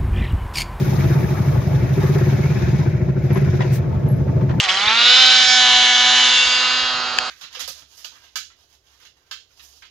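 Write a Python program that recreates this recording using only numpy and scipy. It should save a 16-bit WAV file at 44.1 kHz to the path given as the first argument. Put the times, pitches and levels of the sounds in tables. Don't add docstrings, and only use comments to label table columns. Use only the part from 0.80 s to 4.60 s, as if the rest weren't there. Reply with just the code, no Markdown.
import sys
import numpy as np
from scipy import signal
from scipy.fft import rfft, irfft
from scipy.io import wavfile
from scipy.ndimage import uniform_filter1d, minimum_filter1d

SR = 44100
rng = np.random.default_rng(int(sys.argv[2]) if len(sys.argv) > 2 else 0)


def waveform_to_disk(signal):
    frames = np.transpose(np.atleast_2d(signal))
    scaled = np.clip(frames, -1, 1) * 32767
    samples = np.round(scaled).astype(np.int16)
    wavfile.write(sys.argv[1], SR, samples)


N = 167580


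def amp(db):
    return 10 ** (np.asarray(db) / 20)


def unit(x):
    return x / np.sqrt(np.mean(x ** 2) + 1e-20)


def at_hz(points, hz):
    f, value = np.transpose(points)
    return np.interp(np.log(hz + 1), np.log(f), value)


def curve(points, order=1):
    rows = np.array(points)
    return np.interp(np.arange(N) / SR, rows[:, 0], rows[:, order])


def add(mix, s, sound):
    start = round(s * SR)
    sound = sound[..., max(-start, 0):]
    part = mix[..., max(start, 0):][..., :sound.shape[-1]]
    part += sound[..., :part.shape[-1]]


def wander(hz):
    f = np.fft.rfftfreq(N, 1 / SR)
    spectrum = rfft(rng.standard_normal(N)) / (1 + (f / hz) ** 4)
    return unit(irfft(spectrum, N))


def swell(t, peak_s, sharpness=3.07):
    u = np.maximum(t, 0) / peak_s
    return (u * np.exp(1 - u)) ** sharpness


PATCH_DB = 3.5


def patches(x):
    z = signal.stft(x, nperseg=512, noverlap=384)[2]
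    field = rng.standard_normal(z.shape[1:])
    field = uniform_filter1d(field, size=9, axis=1)
    field = unit(uniform_filter1d(field, size=3, axis=0))
    hz = np.fft.rfftfreq(512, 1 / SR)[:, None]
    gain = amp(PATCH_DB * field / (1 + (hz / 3500) ** 2))
    return signal.istft(z * gain, nperseg=512, noverlap=384)[1][:, :N]


# frequency in Hz, left-right likeness before clipping to -1..1.
STEREO_LIKENESS = [(60, 7), (130, 1.7), (290, 0), (640, 0.12), (1400, 0.22), (2200, .5), (3100, 0.36),
                   (7000, -0.25), (12000, -0.5), (15000, 12)]
# frequency in Hz, left minus right in dB.
STEREO_BALANCE = [(200, 1.4), (300, -14), (500, 0), (1300, 4), (2300, -0.5), (3200, 2), (6000, 6.5),
                  (8000, 0)]
RIPPLE_DB, RIPPLE_HZ = 3, 44.76


def colour(drive, spectrum):
    f = np.fft.rfftfreq(N, 1 / SR)
    a, b = rfft(drive)
    ripple = np.interp(f / RIPPLE_HZ, np.arange(4096), rng.standard_normal(4096))
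    same = np.clip(at_hz(STEREO_LIKENESS, f), -1, 1)
    lean = amp(at_hz(STEREO_BALANCE, f) / 2)
    left = a * lean
    right = (same * a + np.sqrt(1 - same ** 2) * b) / lean
    shape = amp(at_hz(spectrum, f) + RIPPLE_DB * ripple / (1 + f / 6000))
    return unit(patches(irfft(np.array([left, right]) * shape, N)))


def noise(spectrum):
    return colour(rng.standard_normal((2, N)), spectrum)


def ticks(per_s, spread_db):
    sizes = amp(spread_db * np.minimum(rng.exponential(1, (2, N)), 4))
    signs = rng.choice([-1, 1], (2, N))
    return sizes * signs * (rng.random((2, N)) < per_s / SR)


def trail(x, t60_s, lowest_hz):
    t = np.arange(SR // 2) / SR
    taps = rng.standard_normal((2, len(t))) * 1000 ** (-t / t60_s) * (t > .004)
    taps /= np.linalg.norm(taps, axis=1, keepdims=True)
    bright = signal.sosfilt(signal.butter(2, lowest_hz, "high", fs=SR, output="sos"), x)
    return signal.fftconvolve(bright[None], taps, axes=1)[:, :N]


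# frequency in Hz, relative level in dB per Hz.
RUMBLE_SPECTRUM = [(28, -50), (60, -11), (125, 0), (180, -1.5), (250, -15), (620, -15.5), (900, -24),
                   (3000, -44.5), (8000, -64.5)]
# time in seconds, level in dB.
RUMBLE_COURSE = [(0, -26.5), (.7, -26.5), (1.5, -28), (2.3, -35.5), (3.1, -26.5)]
# time in seconds, midrange clatter in dB,
# treble hiss in dB.
ROLLING_COURSE = [(0, -39, -43.5), (.22, -35.5, -42), (.52, -38.5, -46.5), (.8, -41, -47),
                  (1.07, -39.5, -48), (1.26, -35, -42), (2.02, -37.5, -46), (2.15, -41, -54),
                  (2.33, -46, -57.5), (2.58, -36.5, -48), (2.76, -40.5, -48.5), (2.9, -37, -46.5),
                  (3.06, -47.5, -59), (3.45, -51.5, -57.5), (3.8, -48.5, -57)]
# frequency in Hz, relative level in dB per Hz.
CLATTER_SPECTRUM = [(300, -37), (700, 4), (950, 4.5), (1150, -4), (1500, 2), (1900, 3), (2450, 0),
                    (2900, -11), (4500, -42.5)]
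# frequency in Hz, relative level in dB per Hz.
HISS_SPECTRUM = [(1500, -16.5), (2800, 1.5), (3800, 5), (4600, 1.5), (5200, 6.5), (5600, -0.5), (6100, 3.5),
                 (7200, -3), (8500, -33), (10300, -6), (15000, -17.5)]
# time in seconds, level in dB.
SIZZLE_COURSE = [(0, -46.5), (.35, -48.5), (1.05, -56), (1.27, -48.5), (1.6, -54.5), (1.95, -62.5),
                 (2.35, -73), (2.65, -64.5), (3.05, -70)]
# frequency in Hz, relative level in dB per Hz.
SIZZLE_SPECTRUM = [(8000, -17.5), (10000, 4.5), (13500, 3.5), (16000, -9)]
CLATTER_TRIM_DB, HISS_TRIM_DB = 0.5, 1.5


def rolling():
    rumble = noise(RUMBLE_SPECTRUM) * amp(curve(RUMBLE_COURSE) + 2 * wander(hz=10))
    clatter_db = CLATTER_TRIM_DB + curve(ROLLING_COURSE, order=1) + 0.92 * wander(hz=25)
    clatter = colour(ticks(per_s=2500, spread_db=1.5), CLATTER_SPECTRUM) * amp(clatter_db)
    hiss_db = HISS_TRIM_DB + curve(ROLLING_COURSE, order=2) + 1.22 * wander(hz=40)
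    hiss = noise(HISS_SPECTRUM) * amp(hiss_db)
    sizzle = noise(SIZZLE_SPECTRUM) * amp(curve(SIZZLE_COURSE))
    return rumble + clatter + hiss + sizzle


# frequency in Hz, relative level in dB per Hz.
SCRAPE_SPECTRUM = [(12, 0), (30, 30), (80, 0), (1400, 3), (7000, 0), (13500, -1)]
SCRAPE_START_S, SCRAPE_RISE_S, SCRAPE_HOLD_S, SCRAPE_FALL_S = 2.914, .02, .025, .038
SCRAPE_DB = -33.5


def scrape():
    corners = SCRAPE_START_S + np.cumsum([0, SCRAPE_RISE_S, SCRAPE_HOLD_S, SCRAPE_FALL_S])
    envelope = np.interp(np.arange(N) / SR, corners, [0, 1, 1, 0])
    return amp(SCRAPE_DB) * envelope * noise(SCRAPE_SPECTRUM)


# time in seconds, level in dB.
BUZZ_COURSE = [(0, -42), (.65, -37.5), (1.08, -50), (1.25, -32.5), (1.5, -51), (2.1, -61)]
# frequency in Hz, relative level in dB per Hz.
BUZZ_SPECTRUM = [(550, -20.5), (850, 3.5), (1120, -0.5), (1300, 4.5), (1750, -30)]


def buzz():
    return noise(BUZZ_SPECTRUM) * amp(curve(BUZZ_COURSE) + 2.4 * wander(hz=25))


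# start in seconds, level in dB before flutter,
# frequency in Hz.
METAL_PINGS = [(.047, -49, 11400), (2.424, -55.5, 11880), (2.527, -41, 11290), (3.28, -43.5, 11290)]
PING_T60_S, PING_RISE_S = 0.27, 0.0046


def pings():
    t, out = np.arange(SR // 3) / SR, np.zeros(N)
    for s, db, hz in METAL_PINGS:
        envelope = np.minimum(t / PING_RISE_S, 1) * 1000 ** (-t / PING_T60_S)
        add(out, s, amp(db) * envelope * np.sin(2 * np.pi * hz * t))
    return out * (1 + 0.74 * wander(hz=90))


def knocks(rows, spectrum, t60_s, rise_s, hold_s):
    t, level = np.arange(SR // 3) / SR, np.zeros(N)
    for s, db in rows:
        decay = 1000 ** (-np.maximum(t - hold_s, 0) / t60_s)
        add(level, s, amp(db) * np.minimum(t / rise_s, 1) * decay)
    return level * colour(ticks(per_s=2700, spread_db=2.5), spectrum)


# start in seconds, level in dB.
PANEL_CLACKS = [(2.504, -31), (2.556, -29.5), (2.57, -31.5), (2.804, -22.5), (2.818, -24.5), (3.609, -36),
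                (3.691, -29.5), (3.705, -32.5)]
# frequency in Hz, relative level in dB per Hz.
PANEL_SPECTRUM = [(250, -1), (600, 9), (800, 5.5), (970, 11), (1150, -1.5), (1500, 1.5), (2800, -5.5),
                  (6500, -21.5), (12000, -53)]
# start in seconds, level in dB.
SUSPENSION_THUDS = [(3.456, -33), (3.519, -32.5)]
# frequency in Hz, relative level in dB per Hz.
FRAME_SPECTRUM = [(250, -11), (510, 10), (680, 3), (1000, -23), (3000, -74)]


def bumps():
    clacks = knocks(PANEL_CLACKS, PANEL_SPECTRUM, t60_s=0.092, rise_s=.002, hold_s=0.0057)
    thuds = knocks(SUSPENSION_THUDS, FRAME_SPECTRUM, t60_s=0.12, rise_s=.003, hold_s=.02)
    return clacks + thuds


# time in seconds, frequency in Hz, level in dB.
GROWL_COURSE = [(0, 291.7, -48.5), (1.2, 287.7, -37.5), (2.2, 280, -48.5), (3, 283, -53.5),
                (3.25, 267.2, -36.5), (3.8, 281, -37.5)]


def growl():
    hz = curve(GROWL_COURSE, order=1) * (1 + 0.013 * wander(hz=12.1))
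    turns = np.cumsum(hz) / SR
    tone = unit(np.sin(2 * np.pi * turns) * (1 + 0.59 * wander(hz=19)))
    return amp(curve(GROWL_COURSE, order=2)) * tone * amp([[-3], [2]])


# time in seconds, cycles per second.
BUGGY_CYCLES = [(0, 23.7), (1.9, 22.7), (3.8, 23)]
# frequency in Hz, relative level in dB.
BUGGY_SPECTRUM = [(46, -23.5), (70, -8), (92, -4), (140, -1.5), (165, -9.5), (200, -17), (245, -31.5),
                  (380, -17), (450, -27), (650, -26), (1000, -44.5)]
BUGGY_DB = -22.5
BUGGY_WAVER, BUGGY_ROUGH = 0.01812, 0.43


def buggy():
    cycles = curve(BUGGY_CYCLES)
    turns = np.cumsum(cycles * (1 + BUGGY_WAVER * wander(hz=6.22))) / SR
    cycle_hz = np.mean(cycles)
    drone = np.zeros(N)
    for k in range(2, 32):
        level = amp(at_hz(BUGGY_SPECTRUM, k * cycle_hz))
        rough = 1 + BUGGY_ROUGH * wander(hz=12)
        drone += level * rough * np.cos(2 * np.pi * (k * turns + rng.random()))
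    drone = amp(BUGGY_DB) * unit(drone)
    echoes = amp(-2.5) * trail(drone, t60_s=0.33, lowest_hz=196)
    return drone * amp([[.6], [-.6]]) + echoes


# time in seconds, firings per second.
FIRING_RATE = [(0, 15.86), (.2, 17.1), (.33, 17.16), (.42, 12.75), (.68, 11.31), (1.05, 11.71),
               (1.2, 16.65), (1.4, 17.48), (1.92, 17.13), (2.1, 13.32), (2.4, 12.71), (2.5, 17.37),
               (2.86, 17.37), (2.97, 11.99), (3.3, 11.91), (3.62, 13.95), (3.8, 11)]
# time in seconds, throttle as exhaust bark level in dB.
THROTTLE_COURSE = [(0, -4.5), (.1, -10.5), (.2, -0.5), (.35, -4.5), (.42, -9.5), (.85, -14.5), (1.1, -15),
                   (1.17, 1), (1.35, 4.5), (1.48, -1.5), (1.9, -7), (2.05, -2), (2.12, -14), (2.2, -9.5),
                   (2.4, -10), (2.52, -0.5), (2.83, -3.5), (2.92, -23.5), (3.75, -10)]
# frequency in Hz before heat and drift, level in dB at 0 dB throttle,
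# swell time in seconds, dB per dB of throttle.
MUFFLER_MODES = [(72.2, -26, 0.023, -0.15), (102.6, -16, .019, 0.2), (135.5, -7.5, 0.018, 0.17),
                 (192.3, -20, .015, 0.28), (273.6, -30.5, .016, 0.5), (371.3, -19, .015, 0.81),
                 (510, -32.5, .013, 0.9)]
# frequency in Hz, relative level in dB per Hz.
PUFF_SPECTRUM = [(150, -42.5), (300, 1), (650, 4), (900, 1), (1150, -9.5), (1350, 1), (2400, -11.5),
                 (3000, -26), (6000, -26.5), (10000, -54.5)]
START_TURN = .134
UNEVEN_DB, TIMING_S, DRIFT = 1.5, 0.0012, 0.035
HOT_RISE_PER_DB = .002
PUFF_DB, PUFF_SWELL_S = -31.5, 0.01691
PUFF_THROTTLE = 0.58


def quad():
    turns = START_TURN + np.cumsum(curve(FIRING_RATE)) / SR
    times = np.interp(np.arange(int(turns[-1]) + 1), turns, np.arange(N) / SR)
    chance = rng.standard_normal((100, 2, len(MUFFLER_MODES) + 1))
    t, thumps, gate = np.arange(SR // 6) / SR, np.zeros(N), np.zeros(N)
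    for s, (strength, detune) in zip(times, chance):
        throttle = np.interp(s, *np.transpose(THROTTLE_COURSE))
        s = s + TIMING_S * detune[-1]
        for k, (hz, db, peak_s, share) in enumerate(MUFFLER_MODES):
            pitch = hz * (1 + HOT_RISE_PER_DB * throttle + DRIFT * detune[k])
            ring = (-1) ** k * np.cos(2 * np.pi * pitch * (t - PUFF_SWELL_S))
            level = amp(db + share * throttle + UNEVEN_DB * strength[k])
            add(thumps, s, level * swell(t, peak_s) * ring)
        puff_level = amp(PUFF_THROTTLE * throttle + UNEVEN_DB * strength[-1])
        add(gate, s, puff_level * swell(t, PUFF_SWELL_S))
    echoes = amp(-4.5) * trail(thumps, t60_s=0.11, lowest_hz=267)
    puffs = amp(PUFF_DB) * gate * noise(PUFF_SPECTRUM)
    return thumps * amp([[.5], [-.5]]) + echoes + puffs


def scene():
    background = rolling() + scrape() + buzz() + pings() + bumps()
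    return background + growl() + buggy() + quad()


CEILING, BASS_CUT_HZ, EDGE_HZ = 0.51, 44, 15700


def record(dry):
    dry = signal.sosfilt(signal.butter(2, BASS_CUT_HZ, "high", fs=SR, output="sos"), dry)
    room = np.minimum(1, CEILING / (abs(dry).max(0) + 1e-9))
    gain = uniform_filter1d(minimum_filter1d(room, size=400), size=400)
    treble_cut = signal.firwin(511, EDGE_HZ, window=("kaiser", 9), fs=SR)
    return signal.oaconvolve(dry * gain, treble_cut[None], "same")


dry = scene()
out = record(dry)
waveform_to_disk(out)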